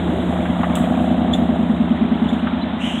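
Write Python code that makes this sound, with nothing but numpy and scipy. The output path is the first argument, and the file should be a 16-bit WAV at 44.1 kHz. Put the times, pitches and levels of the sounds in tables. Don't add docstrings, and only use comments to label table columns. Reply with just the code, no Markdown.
import sys
import numpy as np
from scipy import signal
from scipy.fft import rfft, irfft
from scipy.io import wavfile

SR = 44100
rng = np.random.default_rng(int(sys.argv[2]) if len(sys.argv) > 2 else 0)


def persist_wave(psi):
    counts = np.round(np.clip(psi, -1, 1) * 32767).astype(np.int16)
    wavfile.write(sys.argv[1], SR, np.atleast_2d(counts).T)


N = 132300
T = np.arange(N) / SR


# t/s, firing rate/Hz
FIRING_RATE = [(0.0, 77.94), (0.2, 79.48), (0.45, 77.97), (0.8, 77.96), (1.0, 78.51), (1.4, 77.12),
               (1.8, 75.65), (2.0, 77.28), (2.25, 76.36), (2.6, 79.39), (2.8, 77.99), (3.0, 76.64)]
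# pipe (0 or 1), boom lag/ms, boom level/dB, rasp lag/ms, rasp level/dB
ENGINE_CYCLE = [(0, -1, -3.5, 0.5, -1.5), (0, 2.5, -3.5, 7.5, 0), (0, 0.64, -11, 1, -6),
                (0, -0.27, -13.5, 7, -10), (1, -2.6, 0, 4, 0), (1, -6.7, -2.5, 5, -6),
                (0, -0.6, -13, 6, -1), (0, -0.65, 1.5, 0, -5)]

def firings(lag_ms, db, chosen, jitter_s=.00012, uneven_db=.9):
    count = np.cumsum(in_time(FIRING_RATE)[0]) / SR
    k = np.arange(int(count[-1]) + 1)
    cylinder = k % len(ENGINE_CYCLE)
    slip, strength = rng.standard_normal((len(k), 2)).T
    due_s = np.interp(k, count, T) + lag_ms[cylinder] / 1000
    at = np.maximum(due_s + jitter_s * slip, 0) * SR
    clicks = np.zeros(N + SR)
    clicks[at.astype(int)] = chosen[cylinder] * from_db(db[cylinder] + uneven_db * strength)
    return clicks[:N]


def puffs(clicks, fall_s=.0035):
    return signal.lfilter([1], [1, -np.exp(-1 / (fall_s * SR))], clicks + 1e-18)


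def roughen(clicks, rough):
    return rms_one(clicks) + rough * rms_one(puffs(clicks) * rng.standard_normal(N))


# t/s, first level/dB, second level/dB
PIPE_LEVELS = [(0, -24, -31), (0.501, -21.5, -36), (0.952, -17.5, -23), (1.4, -19.5, -20.5),
               (1.8, -22, -16.5), (2.1, -22.5, -17), (2.55, -24, -23), (3, -26.5, -25)]
# f/Hz, width/Hz
PIPE_RESONANCES = [(220, 103), (236, 60)]

def tailpipes(pipe, lag_ms, db):
    out = 0
    for k, ((hz, width), level) in enumerate(zip(PIPE_RESONANCES, in_time(PIPE_LEVELS))):
        gas = roughen(firings(lag_ms, db, pipe == k), rough=.2)
        out += from_db(level) * rms_one(band(gas, hz, width, order=3))
    return out


# t/s, level/dB before trim
RASP_CURVE = [(0.0, -33), (0.06, -34), (0.1, -29.5), (0.99, -20.5), (1.57, -24.5), (1.71, -30.5),
              (2.85, -34), (3.0, -45)]
# f/Hz, width/Hz, relative level/dB
RASP_RESONANCES = [(320, 70, -10), (502, 28, 1), (639.6, 106, 4), (748, 130, -0.5), (1167, 280, -14)]

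def rasp(clicks, trim_db=-4.5):
    gas = roughen(clicks, rough=.44)
    ringing = sum((-1) ** k * from_db(db) * band(gas, hz, width)
                  for k, (hz, width, db) in enumerate(RASP_RESONANCES))
    return from_db(in_time(RASP_CURVE)[0] + trim_db) * rms_one(ringing)


# t/s, level/dB before trim
CLATTER_CURVE = [(0, -32.5), (.4, -33.5), (.85, -33.5), (1.25, -33), (1.7, -35), (2.1, -34), (2.4, -32.5),
                 (3, -33.5)]
# f/Hz, relative level/dB
CLATTER_SPECTRUM = [(300, -31), (600, 6), (850, 5.5), (1100, 0.5), (1500, -3), (2000, -5), (2500, -11.5),
                    (3000, -7.5), (3450, -5.5), (4000, -8.5), (4400, -15), (5200, -30)]

def clatter(clicks, trim_db=2, pulse_depth=.053):
    pulsing = noise(CLATTER_SPECTRUM) * (1 + pulse_depth * rms_one(puffs(clicks)))
    return from_db(in_time(CLATTER_CURVE)[0] + trim_db) * rms_one(pulsing)


def engine():
    pipe, boom_lag, boom_db, rasp_lag, rasp_db = np.transpose(ENGINE_CYCLE)
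    boom = tailpipes(pipe, boom_lag, boom_db)
    clicks = firings(rasp_lag, rasp_db, chosen=np.ones(len(pipe)))
    return boom + rasp(clicks) + clatter(clicks)


# multiple of the cycle rate, level/dB before gain
HUM_ORDERS = [(6, -51.5), (7, -43), (8, -28), (9, -45.5), (10, -53.5), (11, -37.5), (18, -21.5),
              (33, -37.5), (52, -44), (63, -37.5)]
# t/s, gain/dB
HUM_GAIN = [(0, 0.5), (1, 1), (1.8, -2), (2.3, -3.5), (3, -9)]

def hum(waver_db=.65):
    angle = 2 * np.pi * np.cumsum(in_time(FIRING_RATE)[0]) / SR / len(ENGINE_CYCLE)
    orders = sum(from_db(db + waver_db * drift(3)) * np.cos(k * angle) for k, db in HUM_ORDERS)
    return from_db(in_time(HUM_GAIN)[0]) * orders


# t/s, level/dB before trim
RUMBLE_CURVE = [(0, -29), (.17, -24), (.6, -35), (1.3, -31.5), (2, -33), (2.5, -36), (3, -37)]
# f/Hz, relative level/dB
RUMBLE_SPECTRUM = [(25, -38), (42, -24), (62, 0.5), (95, -5.5), (125, -11.5), (165, -2.5), (260, -2.5),
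                   (330, 3), (400, -2.5), (470, -9), (700, -9), (1200, -49.5), (4000, -93.5)]

def rumble(trim_db=2.5):
    return from_db(in_time(RUMBLE_CURVE)[0] + trim_db) * noise(RUMBLE_SPECTRUM)


# t/s, level/dB, f/Hz
STONE_KNOCKS = [(.325, -27, 1000), (.366, -25, 1050), (.455, -26, 1550), (.607, -27, 1550),
                (.633, -17.5, 900), (.642, -26, 1500), (.70, -25, 800), (2.47, -21, 1350)]

def stones(t60_s=.07, width_hz=750):
    return sum(from_db(db) * decay(s, t60_s) * rms_one(band(rng.standard_normal(N), hz, width_hz))
               for s, db, hz in STONE_KNOCKS)


# t/s, level/dB before mode or scatter gain
METAL_BLOWS = [(1.33, -30.5), (1.336, -23.5), (2.289, -36.5), (2.33, -40)]
# f/Hz, gain/dB, t60/s
METAL_MODES = [(2670, -17.5, 0.067), (3446, 5.5, 0.063), (3590, -4.5, 0.11), (4030, -9, 0.098),
               (6300, -28, .08), (7020, -15.5, .09), (7660, -24.5, 0.087), (9200, -25.5, .1),
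               (10550, -24, 0.073)]
# f/Hz, relative level/dB
TREE_SPECTRUM = [(2500, -11), (3500, 9.5), (4300, -7), (5500, -21), (7100, -3.5), (9000, -14.5),
                 (10600, -11.5), (16000, -23)]

def clinks(contact_s=.0011, width_share=.04, scatter_db=-20.5, scatter_t60_s=.39):
    out = 0
    for hz, mode_db, t60 in METAL_MODES:
        blows = sum(from_db(db) * np.clip((T - s) / contact_s, 0, 1) * decay(s, t60)
                    for s, db in METAL_BLOWS)
        buzz = rms_one(band(rng.standard_normal(N), hz, width_share * hz))
        out += from_db(mode_db) * blows * buzz
    scatter = sum(from_db(db + scatter_db) * decay(s, scatter_t60_s) for s, db in METAL_BLOWS)
    return out + scatter * noise(TREE_SPECTRUM)


# f/Hz, relative level/dB
SPIT_SPECTRUM = [(2000, -9), (3600, 10.5), (5500, -21), (6800, -4), (7700, 6.5), (9000, -4.5), (11500, -6),
                 (16000, -16)]

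def spit(start_s=.754):
    tick = from_db(-27) * decay(start_s, t60=.031)
    tail = from_db(-36) * decay(start_s, t60=.42)
    return noise(SPIT_SPECTRUM) * (tick + tail)


# t/s, f/Hz, level/dB
SQUEAL_CURVE = [(2.77, 2708, -67), (2.81, 2793, -36), (2.86, 3093, -30.5), (2.92, 2945, -32),
                (3, 3300, -35)]
# f/Hz, relative level/dB
SCRAPE_SPECTRUM = [(1500, -1.5), (2800, 8), (4000, -18), (5200, -22.5), (6300, -10), (8000, -9),
                   (10000, -18.5), (12500, -28), (16000, -37.5)]

def scrape(spread_hz=170, hiss_db=-4.5):
    hz, db = in_time(SQUEAL_CURVE)
    angle = 2 * np.pi * np.cumsum(hz) / SR
    squeal = rms_one(drift(spread_hz) * np.sin(angle) + drift(spread_hz) * np.cos(angle))
    hiss = from_db(hiss_db) * noise(SCRAPE_SPECTRUM)
    return from_db(db) * (T > SQUEAL_CURVE[0][0]) * (squeal + hiss)


# t/s, f/Hz, peak level/dB
SHORT_SQUEAKS = [(2.294, 3430, -31), (2.626, 3980, -26)]

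def squeaks(half_length_s=.011):
    out = 0
    for s, hz, db in SHORT_SQUEAKS:
        swell = np.exp(-((T - s) / half_length_s) ** 2)
        angle = 2 * np.pi * np.cumsum(hz * (1 + .0052 * drift(420))) / SR
        out += from_db(db) * swell * np.sin(angle)
    return out


# t/s, f/Hz, level/dB
WHINE_CURVE = [(1.9, 386, -52), (2.0, 397, -33), (2.2, 415, -33), (2.33, 432, -36), (2.42, 436, -56)]

def whine(octave_db=-6):
    hz, db = in_time(WHINE_CURVE)
    angle = 2 * np.pi * np.cumsum(hz * (1 + .0044 * drift(25))) / SR
    sounding = (T > WHINE_CURVE[0][0]) * (T < WHINE_CURVE[-1][0])
    return from_db(db) * sounding * (np.sin(angle) + from_db(octave_db) * np.sin(2 * angle))


# t/s, level/dB
GRIT_CURVE = [(0, -48), (.4, -41.5), (.85, -36), (1.3, -51), (1.7, -41.5), (2.1, -40), (2.4, -40), (3, -43)]

def grit(grains_per_s=300, spread_db=2.8, width_hz=170):
    sizes = from_db(spread_db * np.minimum(rng.exponential(1, N), 3)) * rng.choice([-1, 1], N)
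    grains = sizes * (rng.random(N) < grains_per_s / SR)
    pitches_hz = np.geomspace(893, 3300, 14)
    dealt = rng.integers(0, len(pitches_hz), N)
    crunch = sum(band(grains * (dealt == k), hz, width_hz) / np.sqrt(hz)
                 for k, hz in enumerate(pitches_hz))
    return from_db(in_time(GRIT_CURVE)[0]) * rms_one(crunch)


# t/s, level/dB
LEAF_CURVE = [(0, -59), (.3, -56), (.5, -58), (1, -56), (1.25, -63), (1.65, -62), (2.1, -67.5),
              (2.33, -61.5), (2.55, -69.5), (2.78, -70.5)]
# f/Hz, relative level/dB
LEAF_SPECTRUM = [(4000, -23), (5400, -16), (6800, -0.5), (7600, 2.5), (9000, -4), (11000, -7), (12500, -12),
                 (16000, -20.5)]

def leaves():
    return from_db(in_time(LEAF_CURVE)[0] + drift(30)) * noise(LEAF_SPECTRUM)


def from_db(db):
    return 10 ** (np.asarray(db) / 20)


def rms_one(x):
    return x / np.sqrt(np.mean(x ** 2) + 1e-20)


def in_time(rows):
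    s, *columns = np.transpose(rows)
    return [np.interp(T, s, c) for c in columns]


def noise(spectrum):
    hz, db = np.transpose(spectrum)
    f = np.maximum(np.arange(N // 2 + 1) * SR / N, 1)
    gain = from_db(np.interp(np.log(f), np.log(hz), db)) * np.minimum(f / hz[0], 1) ** 2
    return rms_one(irfft(rfft(rng.standard_normal(N)) * gain, N))


def band(x, hz, width_hz, order=2):
    low = np.sqrt(hz ** 2 + width_hz ** 2 / 4) - width_hz / 2
    sos = signal.butter(order, [low, low + width_hz], "band", fs=SR, output="sos")
    return signal.sosfilt(sos, x + 1e-18)


def drift(hz):
    sos = signal.butter(2, hz, fs=SR, output="sos")
    return rms_one(signal.sosfilt(sos, rng.standard_normal(2 * N))[N:])


def decay(start, t60):
    return (T >= start) * from_db(-60 * np.maximum(T - start, 0) / t60)


def dull(x, edge_hz=4272):
    return signal.sosfilt(signal.ellip(8, .5, 75, edge_hz, fs=SR, output="sos"), x)


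def scene():
    dark = dull(engine() + grit() + hum() + rumble() + stones())
    return (dark + whine() + leaves() + clinks() + spit() + squeaks() + scrape())[None]


def record(dry, notch_hz=4474, width_hz=1100, depth_db=-14.5, cutoff_hz=15750):
    f = np.arange(N + 1) * SR / (2 * N)
    response = from_db(depth_db * np.exp(-(2 * (f - notch_hz) / width_hz) ** 4))
    notched = irfft(rfft(dry, 2 * N) * response)[:, :N]
    return signal.sosfilt(signal.ellip(10, .1, 80, cutoff_hz, fs=SR, output="sos"), notched)


dry = scene()
out = record(dry)
persist_wave(out)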